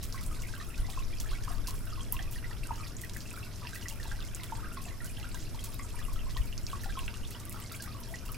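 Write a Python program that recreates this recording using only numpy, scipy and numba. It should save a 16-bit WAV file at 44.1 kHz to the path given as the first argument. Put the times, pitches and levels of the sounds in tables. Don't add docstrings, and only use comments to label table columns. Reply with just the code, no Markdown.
import sys
import numpy as np
from scipy import signal
from scipy.fft import rfft, irfft
from scipy.io import wavfile
from numba import njit

SR = 44100
rng = np.random.default_rng(int(sys.argv[2]) if len(sys.argv) > 2 else 0)


def magnitude_from_level(level_db):
    exponent = np.asarray(level_db, float) / 20
    return 10 ** exponent


def master_out(mix):
    frames = np.transpose(np.atleast_2d(mix))
    ceiling = np.clip(frames, -1, 1)
    pcm = np.round(ceiling * 32767).astype(np.int16)
    wavfile.write(sys.argv[1], SR, pcm)


N = 369102


def level(x, db):
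    return x * magnitude_from_level(db) / np.sqrt(np.mean(x ** 2))


def along(table, hz):
    f, v = np.transpose(table)
    return np.interp(np.log(np.maximum(hz, 1)), np.log(f), v)


def noise(gain, size=N):
    return irfft(rfft(rng.standard_normal(size)) * gain(np.fft.rfftfreq(size, 1 / SR)), size)


def add(out, s, sound):
    i = max(int(s * SR), 0)
    out[i:i + len(sound)] += sound[:max(N - i, 0)]


@njit
def ring(n, start, hz, t60, glide, size, rise):
    out = np.zeros(n)
    for k in range(len(start)):
        phase, i0 = 0., int(start[k] * SR)
        for i in range(min(int(t60[k] * SR), n - i0)):
            t = i / SR
            phase += 2 * np.pi * hz[k] * 2 ** (glide[k] * t * 50) / SR
            swell = 1 - np.exp(-t * hz[k] / rise)
            fade = 10 ** (-3 * t / t60[k])
            out[i0 + i] += size[k] * swell * fade * np.sin(phase)
    return out


# (frequency [Hz], left-right correlation [0-1])
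LIKENESS = [(60, 0.32), (130, 0.96), (300, 0.71), (640, 0.62), (1500, 0.93), (5000, 0.24), (15000, 0.44)]
# (frequency [Hz], left minus right [dB])
LEAN = [(60, 2.5), (110, 2), (300, .5), (800, -1), (1500, -3), (15000, -2)]


def pair(colour):
    f = np.fft.rfftfreq(N, 1 / SR)
    like = np.clip(along(LIKENESS, f), 0, 1)
    mid, side = rfft(rng.standard_normal((2, N)))
    both = mid * np.sqrt(1 + like) + np.array([[1], [-1]]) * side * np.sqrt(1 - like)
    lean = magnitude_from_level(np.outer([.5, -.5], along(LEAN, f)))
    return irfft(both * colour(f) * lean, N)


# (frequency [Hz], relative level per Hz [dB])
ROOM_TONE = [(29, -26), (50, 3), (110, -2.5), (162, -9), (318, -12.5), (553, -20.5), (654, -18),
             (812, -26.5), (1220, -25.5), (3870, -32), (5420, -37.5), (10900, -31), (15600, -38.5)]
ROOM_TONE_DB = -45.5
# (centre frequency [Hz], width [Hz], level [dB])
HUM_BANDS = [(183, 15, -61.5), (239.3, 9.6, -63)]
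# (centre frequency [Hz], width [Hz], level [dB])
AIRY_BAND = (5360, 1370, -63)


def room_tone():
    broad = pair(lambda f: magnitude_from_level(along(ROOM_TONE, f)) * (f > 45) * (f < 15500))
    bands = 0
    for hz, width, db in HUM_BANDS + [AIRY_BAND]:
        band = pair(lambda f: 1 / (1 + (2 * (f - hz) / width) ** 2))
        bands = bands + level(band, db)
    return level(broad, ROOM_TONE_DB) + bands


# (frequency [Hz], rms pitch wander [Hz], level [dB])
MOTOR_TONES = [(101.3, .6, -51.5), (120, .7, -54)]


def motor(slow_hz=2.23, waver_db=1.0):
    def slow(f):
        return 1 / (1 + (f / slow_hz) ** 2)

    out = 0
    for hz, wander_hz, db in MOTOR_TONES:
        wander = level(noise(slow), 0)
        waver = level(noise(slow), 0)
        phase = 2 * np.pi * np.cumsum(hz + wander_hz * wander) / SR
        tone = magnitude_from_level(waver_db * waver) * np.sin(phase)
        lean = magnitude_from_level(np.array([[.5], [-.5]]) * along(LEAN, hz))
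        out = out + level(tone, db) * lean
    return out


# (time of the peak [s], peak level [dB], time to fade by 20 dB [s])
GUSTS = [(0.0, -31.5, 0.23), (0.3, -34, 0.7), (0.8, -22, -0.87), (1.12, -31, 1.67), (1.6, -38, 3.8),
         (2.15, -38, 1.6), (4.08, -33, 0.73), (4.6, -38, 0.3), (5.11, -37.5, 2.4), (5.43, -29.5, -0.36),
         (6.2, -33.5, 1.5), (6.4, -22.5, -0.56), (6.641, -28.5, -0.26), (6.88, -32, 0.45),
         (7.22, -32.5, 0.1), (8.2, -41.5, 1.5)]
GUST_RISE_SHARE, CALM_DB = 0.38, -48.5


def draught():
    t = np.arange(N) / SR
    power = magnitude_from_level(2 * CALM_DB)
    for s, db, fade_s in GUSTS:
        away = np.where(t < s, (s - t) / GUST_RISE_SHARE, t - s) / max(fade_s, .05)
        power = power + magnitude_from_level(2 * (db - 20 * away))
    low = pair(lambda f: f ** 2 / (f ** 2 + 14 ** 2) / (1 + (f / 30) ** 3))
    return level(low, 0) * np.sqrt(power)


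def swarm(count, low_hz, top_hz, cycles, spread_db, db, follow, after_s):
    when, pick, delay, pitch, length, slide, luck = rng.random((count, 7)).T
    leaders = np.array([row[0] for row in DROPS + BUBBLES])
    trailing = leaders[(when * len(leaders)).astype(int)] - after_s * np.log(1 - delay)
    start = np.where(pick < follow, trailing, when * N / SR)
    hz = low_hz * (top_hz / low_hz) ** pitch
    t60 = cycles * 3 ** (2 * length - 1) / hz
    size = magnitude_from_level(np.minimum(-spread_db * np.log(1 - luck), 3 * spread_db))
    glide = 0.91 * (slide ** 3 - .1)
    return level(ring(N, start, hz, t60, glide, size, 1.0), db)


def patter():
    gurgle = swarm(count=1000, low_hz=860, top_hz=2587, cycles=43, spread_db=3.2, db=-60.0,
                   follow=.55, after_s=.05)
    fizz = swarm(count=1500, low_hz=2200, top_hz=5356, cycles=26, spread_db=3.4, db=-60.5,
                 follow=0.6, after_s=.035)
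    crackle = swarm(count=4000, low_hz=5000, top_hz=14800, cycles=35, spread_db=4.5, db=-66.0,
                    follow=0.45, after_s=.04)
    return gurgle + fizz + crackle


def trickle(width=0.1):
    return patter() + width * np.array([[1], [-1]]) * patter()


def drops(rows, spray_t60_s, spray_hz, wider, crack_s=.0012):
    out = np.zeros(N)
    t = np.arange(4096) / SR
    f = np.maximum(np.fft.rfftfreq(len(t), 1 / SR), 1)
    for s, db, hz, octaves, spray_db in rows:
        octaves = max(octaves, .1)
        crack_band = np.exp(-.5 * (np.log2(f / hz) / octaves) ** 2)
        crack = irfft(crack_band * np.exp(-2j * np.pi * f * crack_s))
        spray_centre = np.sqrt(hz * spray_hz)
        spray_band = np.exp(-.5 * (np.log2(f / spray_centre) / (wider * octaves)) ** 2)
        grit = magnitude_from_level(12.5 * rng.standard_normal(len(t))) * rng.standard_normal(len(t))
        spray = level(irfft(rfft(grit) * spray_band), spray_db)
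        spray = spray * 1000 ** (-t / spray_t60_s) * (t > crack_s)
        add(out, s - crack_s / 2, magnitude_from_level(db) * (crack / np.abs(crack).max() + spray))
    return out


def spits(count=300, low_hz=1800, top_hz=15000, db=-48, spread_db=9, octaves=0.53, spray_db=-6):
    when, pitch, size, width = rng.random((count, 4)).T
    hz = low_hz * (top_hz / low_hz) ** pitch
    peak_db = db + spread_db * (size - .5)
    rows = zip(when * N / SR, peak_db, hz, octaves * width, np.full(count, spray_db))
    return drops(rows, spray_t60_s=0.15, spray_hz=8000, wider=1.7)


# (time [s], crack peak level [dB], centre frequency [Hz], first spray level relative to the crack [dB])
DROPS = [(0.0269, -35, 5160, -5), (0.1249, -26.5, 5100, -21), (0.2324, -36, 10600, -11),
         (0.4206, -28.5, 6720, -28), (0.778, -35, 5040, -12), (0.9005, -31.5, 3700, -12.5),
         (1.2004, -24.5, 5900, -16.5), (1.312, -32.5, 3800, -22), (1.4385, -33.5, 8060, -29),
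         (1.517, -31.5, 9830, -31), (1.6717, -25, 5000, -12), (2.1237, -7.5, 12800, -33),
         (2.2263, -31, 6030, -31), (2.3113, -30.5, 12300, -12), (2.7576, -34, 5810, -20),
         (3.012, -32, 10700, -11), (3.135, -32.5, 6040, -17), (3.2051, -31, 4800, -18),
         (3.3055, -29, 8000, -34), (3.7466, -31.5, 9700, -12), (3.8839, -22, 6170, -19),
         (4.0302, -30.5, 4270, -16), (4.2045, -33, 3900, -25), (4.348, -20.5, 7600, -26),
         (4.4347, -30, 3360, -24), (4.4345, -29.5, 9000, -17), (4.8407, -31.5, 8000, -31),
         (5.0448, -28, 7900, -18), (5.068, -33, 11000, -29), (5.29, -32, 8700, -25),
         (5.3449, -27, 6900, -19), (5.6395, -29.5, 8100, -11.5), (5.7426, -27, 12200, -28),
         (6.134, -29, 11300, -27), (6.3684, -26, 3730, -19.5), (6.5782, -24.5, 5450, -38),
         (6.6666, -23, 5170, -26), (6.8344, -31, 10500, -19), (6.99, -27, 9500, -28),
         (7.063, -34, 9050, -27), (7.3063, -29.5, 11000, -18), (7.453, -27, 10200, -32),
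         (7.507, -33, 11900, -33), (7.525, -31.5, 8490, -15), (7.6007, -27, 13200, -36),
         (7.7195, -29.5, 11800, -15.5), (7.8219, -26, 8270, -17), (8.2533, -38, 6530, -10),
         (8.319, -24, 12000, -27)]
CRACK_OCTAVES = 0.31


def clear_drops():
    rows = [(s, db, hz, CRACK_OCTAVES, spray_db) for s, db, hz, spray_db in DROPS]
    return drops(rows, spray_t60_s=0.16, spray_hz=8200, wider=4.3)


USUAL_DB = -35
BUBBLE_T60_S, DAMPING_POWER, POWER_PER_DB = 0.057, 1.26, 0.12
SAG_OCTAVES, SAG_PER_DB, BEND_SCATTER = -.02, -.004, .035
BUBBLE_RISE_CYCLES = .6
# (time [s], level [dB], pitch [Hz])
BUBBLES = [(0.143, -38, 1087), (0.177, -35, 2050), (0.312, -41.5, 1260), (0.436, -38, 2180),
           (0.538, -33.5, 1560), (0.601, -38, 1810), (0.611, -36.5, 1200), (0.743, -40, 2550),
           (0.886, -40, 780), (0.974, -33.5, 1045), (0.989, -41, 2650), (1.128, -39.5, 2360),
           (1.259, -38, 1696), (1.24, -45, 1320), (1.315, -40.5, 1120), (1.332, -38, 1490),
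           (1.349, -42, 2200), (1.438, -44, 1696), (1.476, -35.5, 1007), (1.481, -32, 1200),
           (1.505, -40.5, 726), (1.647, -45, 1550), (1.683, -35.5, 1022), (1.807, -46, 1440),
           (1.87, -40, 1500), (1.926, -38.5, 1233), (1.975, -41.5, 1060), (2.007, -37, 3250),
           (2.125, -38.5, 964), (2.143, -41, 1060), (2.167, -27, 2700), (2.191, -33, 1787),
           (2.192, -34, 3220), (2.197, -43, 753), (2.359, -38, 1830), (2.426, -42.5, 1454),
           (2.443, -33, 2010), (2.512, -38, 1800), (2.634, -36, 2680), (2.654, -42, 1520),
           (2.692, -39.5, 1260), (2.707, -24.5, 922), (2.799, -40, 1216), (2.833, -38, 2420),
           (3.036, -35, 1915), (3.164, -33, 1704), (3.338, -38.5, 1360), (3.375, -34.5, 1460),
           (3.429, -39, 2680), (3.648, -40.5, 987), (3.651, -41, 1760), (3.671, -28, 2600),
           (3.732, -34, 1570), (3.758, -37, 1900), (3.826, -38, 2910), (3.857, -34, 1950),
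           (3.909, -40, 2850), (3.999, -37, 1810), (4.034, -42, 1670), (4.054, -39.5, 920),
           (4.115, -30, 1610), (4.19, -40, 1510), (4.225, -38, 3630), (4.366, -45, 1400),
           (4.398, -38, 2100), (4.497, -40.5, 1420), (4.522, -28.5, 918), (4.583, -42, 940),
           (4.628, -39, 1260), (4.644, -35, 1560), (4.715, -37.5, 1390), (4.771, -34, 1122),
           (4.862, -42, 720), (4.881, -46, 1820), (5.004, -39.5, 1874), (5.17, -39, 3100),
           (5.18, -46, 1660), (5.229, -37.5, 2810), (5.243, -37, 1410), (5.343, -40.5, 994),
           (5.545, -40.5, 920), (5.592, -40, 3200), (5.794, -36.5, 1140), (5.795, -34, 2090),
           (5.942, -40, 935), (5.99, -39.5, 1740), (6.015, -37, 1200), (6.083, -39, 1103),
           (6.16, -40, 1320), (6.266, -42, 1020), (6.364, -35, 1046), (6.373, -38, 1870),
           (6.527, -34, 2860), (6.695, -43, 1530), (6.731, -28.5, 1126), (6.836, -39, 1780),
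           (6.858, -36, 807), (6.896, -36, 1610), (6.954, -40, 1285), (6.972, -31.5, 1050),
           (6.992, -22, 2910), (7.02, -42.5, 995), (7.08, -18, 2630), (7.082, -37.5, 1510),
           (7.136, -43, 1160), (7.234, -43, 2900), (7.25, -37, 3580), (7.348, -38, 2970),
           (7.543, -39, 1330), (7.57, -44, 1140), (7.714, -39.5, 1350), (7.797, -41, 1600),
           (7.876, -38, 1193), (7.947, -41, 1120), (8.14, -31.5, 1950), (8.29, -41, 1280),
           (8.345, -38, 2440)]


def bubbles(twin_glide=0.112, twin_db=-8, detune=0.09, later_s=0.017):
    s, db, hz = np.transpose(BUBBLES)
    louder = db - USUAL_DB
    t60 = BUBBLE_T60_S * (1000 / hz) ** (DAMPING_POWER + POWER_PER_DB * louder)
    t60 = np.clip(t60, .004, .11)
    bend, twin_bend, apart, wait = rng.standard_normal((len(s), 4)).T
    glide = SAG_OCTAVES + SAG_PER_DB * louder + BEND_SCATTER * bend
    first = ring(N, s, hz, t60, glide, magnitude_from_level(db), BUBBLE_RISE_CYCLES)
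    twin_s = s + later_s * np.abs(wait)
    twin_hz = hz * 2 ** (detune * apart)
    twin_size = magnitude_from_level(np.minimum(db, USUAL_DB) + twin_db)
    twin = ring(N, twin_s, twin_hz, t60, twin_glide * twin_bend, twin_size, 2 * BUBBLE_RISE_CYCLES)
    return first + twin


# (time [s], starting level [dB], first pitch [Hz], life [s], climb [octaves])
RISERS = [(7.587, -53, 1240, 0.029, 0.89), (7.742, -41, 2200, 0.011, 1), (7.842, -44, 1425, 0.026, 1.06),
          (8.103, -45, 633, 0.042, 1)]


def risers(hurry=3.08, fade_db=-7):
    out = np.zeros(N)
    for s, db, hz, life, octaves in RISERS:
        age = np.arange(int(life * SR)) / (life * SR)
        phase = 2 * np.pi * np.cumsum(hz * 2 ** (octaves * age ** hurry)) / SR
        soft_ends = signal.windows.tukey(len(age), .25)
        add(out, s, magnitude_from_level(db + fade_db * age) * soft_ends * np.sin(phase))
    return out


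ROOM_DB = -6
# (delay [s], level [dB])
ECHOES = [(.0052, -25)]
# (frequency [Hz], time [s])
ROOM_T60_S = [(500, 0.19), (2000, 0.13), (6000, 0.056), (15000, 0.06)]


def room(x):
    t = np.arange(SR // 2) / SR
    reply = np.zeros((2, len(t)))
    for hz in 250 * 2 ** np.arange(0, 6.1, .5):
        def band(f):
            return np.exp(-.5 * (np.log2(np.maximum(f, 1) / hz) / 0.35) ** 2)

        shared = noise(band, size=len(t))
        separate = np.array([noise(band, size=len(t)) for _ in range(2)])
        reply += (shared + separate) * 1000 ** (-t / along(ROOM_T60_S, hz))
    reply *= 1 - np.exp(-t / 0.00037)
    reply *= magnitude_from_level(ROOM_DB) / np.sqrt(np.sum(reply ** 2) / 2)
    reply[:, 0] += 1
    for s, db in ECHOES:
        reply[:, int(s * SR)] += magnitude_from_level(db)
    return signal.fftconvolve(x, reply, axes=1)[:, :N]


def scene(water_lean_db=-2.5):
    parts = (bubbles() + risers(), clear_drops(), spits(), trickle())
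    water = sum(room(np.atleast_2d(part)) for part in parts)
    lean = magnitude_from_level([[water_lean_db / 2], [-water_lean_db / 2]])
    return water * lean + room_tone() + motor() + draught()


def roll_off(x):
    return signal.sosfilt(signal.butter(12, 16990, fs=SR, output="sos"), x)


def record(dry):
    low_pass = signal.ellip(8, .2, 60, 16000, fs=SR, output="sos")
    mix = signal.sosfilt(low_pass, dry)
    return roll_off(mix)


dry = scene()
out = record(dry)
master_out(out)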